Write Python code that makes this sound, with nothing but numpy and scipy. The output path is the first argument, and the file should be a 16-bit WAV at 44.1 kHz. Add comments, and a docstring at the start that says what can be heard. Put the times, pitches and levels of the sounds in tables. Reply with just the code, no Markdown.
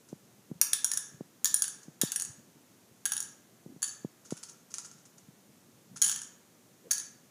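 """Small hard candies drop into thin plastic cups on a wooden table: struck wall modes, noisy cracks and rattles.
Loose candies tick and skid on the wood, made of chattering coloured noise over a ringing knock of the table.
The hand-held recorder adds soft bumps (filtered pushes) and finger rubs (swells of low narrow noise).
A quiet room adds an early echo and a noise tail; coloured hiss with a flickering low part lies below."""
import sys
import numpy as np
from scipy import signal
from scipy.fft import rfft, irfft
from scipy.io import wavfile
from scipy.ndimage import uniform_filter1d

SR = 44100
rng = np.random.default_rng(int(sys.argv[2]) if len(sys.argv) > 2 else 0)


def log_audio(samples):
    """Write samples as a 16-bit WAV file to the path given in sys.argv[1]."""
    # one column per channel
    frames = np.atleast_2d(samples).T
    # limit to full scale, then quantise
    limited = np.clip(frames, -1, 1)
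    pcm = np.round(limited * 32767).astype(np.int16)
    wavfile.write(sys.argv[1], SR, pcm)


N = 321930

# Colour of the hiss. Each row: frequency in Hz, relative density in dB per Hz.
HISS_COLOUR = [(25, -44.5), (70, -26), (110, -3.5), (213, -1), (400, -7.5), (850, -15.5), (2450, -21),
               (5000, -22), (6500, -17.5), (8000, -21.5), (16300, -24.5)]
HISS_RMS_DB = -61

# Candy on wood. Each row: start in seconds, level in dB before the table's trim,
# rise in seconds (short for a tick, long for a skid).
TABLE_TICKS = [(0.0862, -37, 0.0016), (1.8298, -39, 0.00082), (4.247, -32.5, .006), (4.3063, -26, 0.00028),
               (4.318, -33.5, 0.0033), (4.366, -30, 0.0051), (4.43, -27.5, 0.00028), (4.485, -35.5, .001),
               (4.4905, -32.5, .003), (4.702, -33.5, 0.0054), (4.7402, -24, 0.000089),
               (4.7836, -21.5, 0.000081), (4.847, -25.5, 0.00095), (4.911, -34.5, 0.0032),
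               (4.9803, -40, 0.0027), (5.0524, -39.5, 0.00067), (5.18, -39, .001), (5.959, -23, .003)]
# Colour of the chatter on the table top. Each row: frequency in Hz, relative density in dB per Hz.
WOOD_COLOUR = [(500, -38.5), (900, -16.5), (1400, -15), (2200, -19), (4000, -15.5), (6500, 0), (8300, -11),
               (10200, -8.5), (12000, -30), (15000, -29)]
# The table top's answer to each contact: frequency in Hz, level in dB relative to the tick, t60 in seconds.
TABLE_KNOCK = (1390, -23.5, .03)

# Decay of the room. Each row: frequency in Hz, t60 in seconds.
ROOM_T60 = [(900, 0.72), (1700, 0.68), (3500, 0.44), (6500, 0.42), (10000, 0.28), (15000, 0.2)]
# Echo off the near wall. Each row: delay in seconds, level in dB relative to the direct sound.
WALL_ECHOES = [(.0085, -14.5)]

# Bumps on the recorder's body. Each row: time in seconds, peak in dB, direction as a sign,
# width of the push in seconds.
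BUMPS = [(0.129, -29.5, 1, 0.00057), (0.515, -29, 1, 0.00081), (1.1425, -45.5, -1, 0.0019),
         (1.209, -28.5, 1, 0.00054), (1.883, -38.5, -1, 0.00083), (2.0352, -20.5, 1, 0.00059),
         (2.297, -45.5, 1, 0.0029), (3.6622, -36.5, 1, 0.0007), (3.763, -42, -1, 0.00077),
         (4.048, -25, 1, 0.00066), (4.3237, -23, -1, 0.00055), (5.286, -43.5, 1, 0.001)]
LOW_CUT_HZ = 140.5
SNAPLESS_S = 0.0012   # pushes this slow have lost most of their snap

# Fingers shifting on the recorder. Each row: middle in seconds, half length in seconds,
# centre frequency in Hz, level in dB.
FINGER_RUBS = [(0.505, 0.0079, 267, -51), (0.56, 0.011, 146, -54.5), (3.706, 0.034, 255, -52.5),
               (5.938, 0.046, 164, -53.5), (6.865, 0.023, 402, -53)]

# Candy on cup. Each row: start in seconds, level in dB, height of the contact from 0 = floor to 1 = rim,
# lift of the bright part in dB.
CUP_HITS = [(0.6137, -3, 0.53, -2), (0.7319, -9, 0.84, -0.9), (0.8446, -8.5, 0.56, 2.8),
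            (0.9156, -14, 0.72, -1.5), (0.9352, -13, 0.094, 3.4), (0.9733, -14, 0.54, 3.5),
            (1.4445, -6.5, 0.52, -5.5), (1.4558, -7, 0.53, -7.5), (1.542, -8.5, 0.61, 5),
            (1.6208, -9.5, 0.48, 4), (1.6417, -20.5, 0.85, -8), (1.6795, -19, 0.47, 3.5),
            (2.014, -6.5, 0.62, -7.5), (2.018, -15.5, 0.85, -2.8), (2.1189, -13, 0.57, -2.5),
            (2.1598, -13.5, 0.64, 4.5), (2.198, -15, 0, 5), (2.209, -18.5, 0, 5), (2.2207, -16, 0, 11.5),
            (2.249, -20.5, 0, 8), (3.0544, -14, 0.82, -1), (3.0589, -6.5, 0.55, -2.5),
            (3.1193, -10.5, 0.65, -2), (3.1347, -15.5, 0.45, -2), (3.1662, -19.5, 0.8, -1.5),
            (3.1775, -15.5, 0.13, 3), (3.203, -12, 0.0054, 4.5), (3.2267, -21.5, 0.15, 4),
            (3.8204, -20, 0.21, -3), (3.828, -9, 0.23, 0), (3.831, -17, 0.78, -2.5), (6.017, -6, 0, 2),
            (6.0219, -5.5, 0.0, 8), (6.0433, -16, 0.63, 1.5), (6.046, -15, 0.4, 6),
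            (6.063, -16.5, 0.55, -2), (6.067, -19.5, 0.38, 9.5), (6.0796, -15.5, 0.39, 3),
            (6.0863, -18.5, 0.31, -1), (6.0951, -11, 0.58, -8), (6.115, -11, 0.01, -1),
            (6.1603, -17.5, 0.32, 0), (6.217, -22, 0.43, -5), (6.9087, -16.5, 0.13, 3),
            (6.9116, -7.5, 0.4, 0), (6.9177, -12, 0.3, -2.5), (6.9317, -15, 0.36, -2),
            (6.981, -19, 0.36, 5.5), (6.999, -22, 0.24, 2)]
# Modes of the cup. Each row: frequency in Hz, level in dB, t60 in seconds.
CUP_MODES = [(966, -16, 0.041), (1326, -13.5, 0.059), (1682, -1, 0.026), (3080, -32.5, .03),
             (3523, -1, 0.0053), (4550, -35.5, 0.1), (5707, -28, 0.028), (6564, -8, 0.0074),
             (6865, -12, 0.019), (8000, -16.5, 0.008), (9130, -12, 0.015), (9600, 0, 0.016),
             (10100, -2, 0.018), (14240, -12.5, 0.012)]
# Character of each drop. Each row: start in seconds, rattle in dB relative to the hit, crack trim in dB,
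# then the level of each of the three favoured modes in dB relative to the contact.
DROPS = [(0, -24.5, 4, -13, -8, 8.5), (1.3, -18.5, 2.5, -25, -2, 4.5), (1.9, -38, 3.5, -34.5, -3, -11),
         (2.9, -33, -4.5, -7.5, 1, 2.5), (3.7, -8, -3, -2, 5.5, -21.5), (5.8, -10, -1, 3, -0.5, 2.5),
         (6.8, -19.5, 4.5, -15, 6.5, -7)]
# Modes whose level follows the drop: row numbers of CUP_MODES.
FAVOURED_MODES = [3, 5, 6]
# Edges in Hz of the cup's hollow, wall, middle, bright and top part.
PART_EDGES_HZ = [850, 2700, 5200, 8300, 11000, 16000]
# Level in dB of those five parts for a contact on the floor, then at the rim.
ON_FLOOR_DB = [-33.5, -40, -1, -20.5, -6]
AT_RIM_DB = [-21.5, -5.5, -2.5, -1, -0.5]
# Crack in each of the five parts, in dB relative to the part.
CRACK_DB = [-1.5, 7.5, -1.5, 0, 1.5]
# Glancing contacts that set just one ring of the wall going. Keyed by row of CUP_MODES;
# each row: time in seconds, level in dB.
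GLANCES = {3: [(6.0225, -36.5), (6.0436, -30.5)], 4: [(0.7325, -23.5)], 5: [(1.648, -50), (2.0745, -43),
           (2.1925, -46.5), (3.0595, -39), (3.842, -47), (3.9295, -64), (3.948, -52.5)], 6: [(0.614, -18.5),
           (0.8452, -24.5), (1.5435, -29.5), (1.568, -31), (2.161, -26.5), (3.1205, -26), (6.0225, -28)]}
# Dull gaps between the cup's rings. Each row: low edge in Hz, high edge in Hz, share of the band subtracted.
CUP_DIPS = [(1862, 3130, 0.25), (4930, 5370, 0.48)]
# The thin wall flexes: pitch steps up or down by a share of the frequency plus a fixed amount.
DETUNE_SHARE, DETUNE_HZ = 0.017, 48.6
DULL_DB_PER_DB = 0.74   # gentler hits lose more of the top part

TOP_HZ, CUTOFF_HZ = 15500, 16400   # where the treble rolls off, and where it is cut


def from_db(db):
    """Turns dB into gain."""
    return 10 ** (np.asarray(db) / 20)


def at_hz(points, hz):
    """Reads a two-column table on a log-frequency axis."""
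    table_hz, values = np.transpose(points)
    return np.interp(np.log(hz), np.log(table_hz), values)


def coloured(x, spectrum):
    """Shapes the spectrum of x by a table of dB over frequency."""
    hz = np.maximum(np.arange(N // 2 + 1) * SR / N, 1)
    return irfft(rfft(x) * from_db(at_hz(spectrum, hz)), N)


def band(x, low_hz, high_hz):
    """Passes one frequency band."""
    return signal.sosfilt(signal.butter(2, [low_hz, high_hz], "band", fs=SR, output="sos"), x)


def clicks(times, gains):
    """Places a one-sample click per contact."""
    out = np.full(N, 1e-18)   # an inaudible floor under the resonators
    np.add.at(out, (np.asarray(times) * SR).astype(int), gains)
    return out


def ring(x, hz, t60):
    """Resonates: a unit click sets off a dying sine that starts from height 1."""
    radius = 1000 ** (-1 / (t60 * SR))
    w = 2 * np.pi * hz / SR
    return signal.lfilter([0, np.sin(w)], [1, -2 * radius * np.cos(w), radius ** 2], x)


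def hiss(rumble_flicker_db):
    """Room tone and microphone noise; the low part flickers with small movements of the hand."""
    tone = coloured(rng.standard_normal(N), HISS_COLOUR)
    low = signal.sosfilt(signal.butter(2, 500, fs=SR, output="sos"), tone)
    slow = uniform_filter1d(uniform_filter1d(rng.standard_normal(N), size=900), size=900)
    flicker = from_db(rumble_flicker_db * slow / slow.std())
    tone = tone + low * (flicker - 1)
    return from_db(HISS_RMS_DB) * tone / tone.std()


def table(level_db, fade_s, skid, chatter_per_s, click_s, smooth):
    """Loose candies chatter on wood in short noisy clicks; ticks open with a click, skids swell in."""
    t = np.arange(SR // 10) / SR
    envelope = np.zeros(N)
    times, levels_db, rises_s = np.transpose(TABLE_TICKS)
    for s, db, rise_s in TABLE_TICKS:
        at = int(s * SR)
        swell = 1 - np.exp(-t / rise_s)
        fade = np.exp(-t / (fade_s + skid * rise_s))   # slow skids also last longer
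        envelope[at:at + len(t)] += from_db(db + level_db) * swell * fade

    opening = clicks(times, np.exp(-rises_s / click_s))
    random_touches = (rng.random(N) < chatter_per_s / SR) * rng.random(N)
    click_fade = np.exp(-1 / (click_s * SR))
    chatter = smooth + signal.lfilter([1], [1, -click_fade], opening + random_touches)
    scrape = coloured(envelope * chatter * rng.standard_normal(N), WOOD_COLOUR)

    hz, knock_db, t60 = TABLE_KNOCK
    knocks = ring(clicks(times + rises_s, from_db(levels_db + knock_db)), hz, t60)
    return scrape + knocks


def room(x, tail_db):
    """Adds the near wall's echo and a dense tail: bands of noise, each dying at its own rate."""
    t = np.arange(SR // 2) / SR
    white = rng.standard_normal((2, len(t)))
    edges = np.append(700 * 2 ** np.arange(0, 5, 0.5), 19000)   # half octaves, the last one narrower
    tail = 0
    for k, (low, high) in enumerate(zip(edges, edges[1:])):
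        t60 = at_hz(ROOM_T60, np.sqrt(low * high))
        tail = tail + band(white[k % 2], low, high) * 1000 ** (-t / t60)
    response = from_db(tail_db) * tail * (1 - np.exp(-t / 0.00035))
    response[0] = 1   # direct sound
    for s, db in WALL_ECHOES:
        response[int(s * SR)] += from_db(db)
    return signal.fftconvolve(x, response)[:N]


def bumps(snap_db, snap_s):
    """A soft push with a small snap; the microphone's steep low cut draws it out into a falling wobble."""
    out = np.zeros(N)
    t = np.arange(-SR // 100, SR // 10) / SR
    low_cut = signal.butter(6, LOW_CUT_HZ, "high", fs=SR, output="sos")
    snap = from_db(snap_db) * np.exp(-0.5 * (t / snap_s) ** 2)
    for s, db, direction, width_s in BUMPS:
        push = np.exp(-0.5 * (t / width_s) ** 2)
        snap_share = np.exp(-2 * (width_s / SNAPLESS_S) ** 2)
        wobble = signal.sosfilt(low_cut, push + snap_share * snap)
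        at = int((s + t[0]) * SR)
        # the push itself goes against the listed direction
        out[at:at + len(t)] -= np.sign(direction) * from_db(db) * wobble / np.abs(wobble).max()
    return out


def rubs(spread):
    """Fingers shift on the recorder: short swells of low narrow noise."""
    t = np.arange(N) / SR
    white, out = rng.standard_normal(N), np.zeros(N)
    for s, half_s, hz, db in FINGER_RUBS:
        noise = band(white, hz / spread, hz * spread)
        swell = np.exp(-((t - s) / half_s) ** 2)
        out += from_db(db) * swell * noise / noise.std()
    return out


def cup_contacts(spread_db, rattle_per_s, rattle_s):
    """Each hit is followed by six small knocks at random gaps, fading as the candies settle."""
    hits, drops = np.array(CUP_HITS), np.array(DROPS)
    drop = drops[np.searchsorted(drops[:, 0], hits[:, 0]) - 1]   # the drop each hit belongs to
    late = np.cumsum(rng.exponential(1 / rattle_per_s, (len(hits), 6)), axis=1)
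    fade_db = 20 * np.log10(np.e) * late / rattle_s
    knock_db = drop[:, 1:2] - fade_db + spread_db * rng.standard_normal(late.shape)
    # the hit itself goes ahead of its six knocks
    times = (hits[:, :1] + np.insert(late, 0, 0, axis=1)).ravel()
    level_db = (hits[:, 1:2] + np.insert(knock_db, 0, 0, axis=1)).ravel()
    return times, level_db, np.repeat(hits, 7, axis=0), np.repeat(drop, 7, axis=0)


def cup_modes(times, level_db, parts_db, drop, spread_db, contact_s):
    """Each contact strikes every wall mode with its own strength, sign, delay and slight detuning."""
    mode_part = np.searchsorted(PART_EDGES_HZ, np.array(CUP_MODES)[:, 0]) - 1
    mode_db = parts_db[:, mode_part]
    mode_db[:, FAVOURED_MODES] = level_db[:, None] + drop[:, 3:]
    chance = rng.standard_normal((len(times), len(CUP_MODES), 2))
    gains = from_db(mode_db + spread_db * chance[..., 0]) * np.sign(chance[..., 1])
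    lag = contact_s * rng.random(gains.shape)   # the candy skips along, so modes start apart
    pitch = np.floor(3 * rng.random(gains.shape)) - 1   # -1 low, 0 true, 1 high
    out = 0
    for k, (hz, db, t60) in enumerate(CUP_MODES):
        # all but the first of the favoured modes hold their pitch
        detune_hz = 0 if k in FAVOURED_MODES[1:] else DETUNE_SHARE * hz + DETUNE_HZ
        for step in (-1, 0, 1):
            strikes = clicks(times + lag[:, k], gains[:, k] * (pitch[:, k] == step))
            out = out + from_db(db) * ring(strikes, hz + step * detune_hz, t60)
    return out


def cup_glances():
    """A glancing contact rings a single mode at its true pitch."""
    out = 0
    for k, rows in GLANCES.items():
        times, levels_db = np.transpose(rows)
        hz, _, t60 = CUP_MODES[k]
        out = out + ring(clicks(times, from_db(levels_db)), hz, t60)
    return out


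def cup_cracks(times, parts_db, drop, crack_s):
    """Each contact cracks: a brief noise burst in every part, swelling and dying within milliseconds."""
    white = rng.standard_normal((2, N))
    fade = np.exp(-1 / (crack_s * SR))
    out = 0
    for k, (low, high) in enumerate(zip(PART_EDGES_HZ, PART_EDGES_HZ[1:])):
        strikes = clicks(times, from_db(parts_db[:, k] + CRACK_DB[k] + drop[:, 2]))
        burst = signal.lfilter([1 - fade], [1, -2 * fade, fade ** 2], strikes)
        out = out + band(white[k % 2] * burst, low, high)
    return out


def cups(spread_db, crack_s, rattle_per_s, rattle_s, contact_s):
    """Hits and rattles ring and crack the cups; contact height balances the five parts of the sound."""
    times, level_db, hit, drop = cup_contacts(spread_db, rattle_per_s, rattle_s)
    height = hit[:, 2:3]
    parts_db = level_db[:, None] + (1 - height) * ON_FLOOR_DB + height * AT_RIM_DB
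    parts_db[:, 3] += hit[:, 3]
    parts_db[:, 4] += DULL_DB_PER_DB * level_db
    out = cup_modes(times, level_db, parts_db, drop, spread_db, contact_s) + cup_glances()
    out = out + cup_cracks(times, parts_db, drop, crack_s)
    for low, high, share in CUP_DIPS:
        out = out - share * band(out, low, high)
    # a small thin cup radiates no bass
    return signal.sosfilt(signal.butter(4, PART_EDGES_HZ[0], "high", fs=SR, output="sos"), out)


def scene():
    """Mixes cups and table in the room, then handling and hiss, at one microphone."""
    in_cups = cups(spread_db=2.0, contact_s=0.0012, crack_s=0.00074, rattle_per_s=130, rattle_s=0.054)
    on_wood = table(level_db=6.0, fade_s=0.0077, skid=1.27, chatter_per_s=357, click_s=0.00074, smooth=0.26)
    hand = bumps(snap_db=-8, snap_s=0.00027) + rubs(spread=1.25)
    in_room = room(in_cups + on_wood, tail_db=-35.0)
    return (in_room + hand + hiss(rumble_flicker_db=-2.0))[None]


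def record(dry):
    """Rolls off the extreme treble, then cuts it steeply."""
    dull = signal.sosfilt(signal.butter(12, TOP_HZ, fs=SR, output="sos"), dry)
    return signal.sosfilt(signal.cheby2(12, 70, CUTOFF_HZ, fs=SR, output="sos"), dull)


dry = scene()
out = record(dry)
log_audio(out)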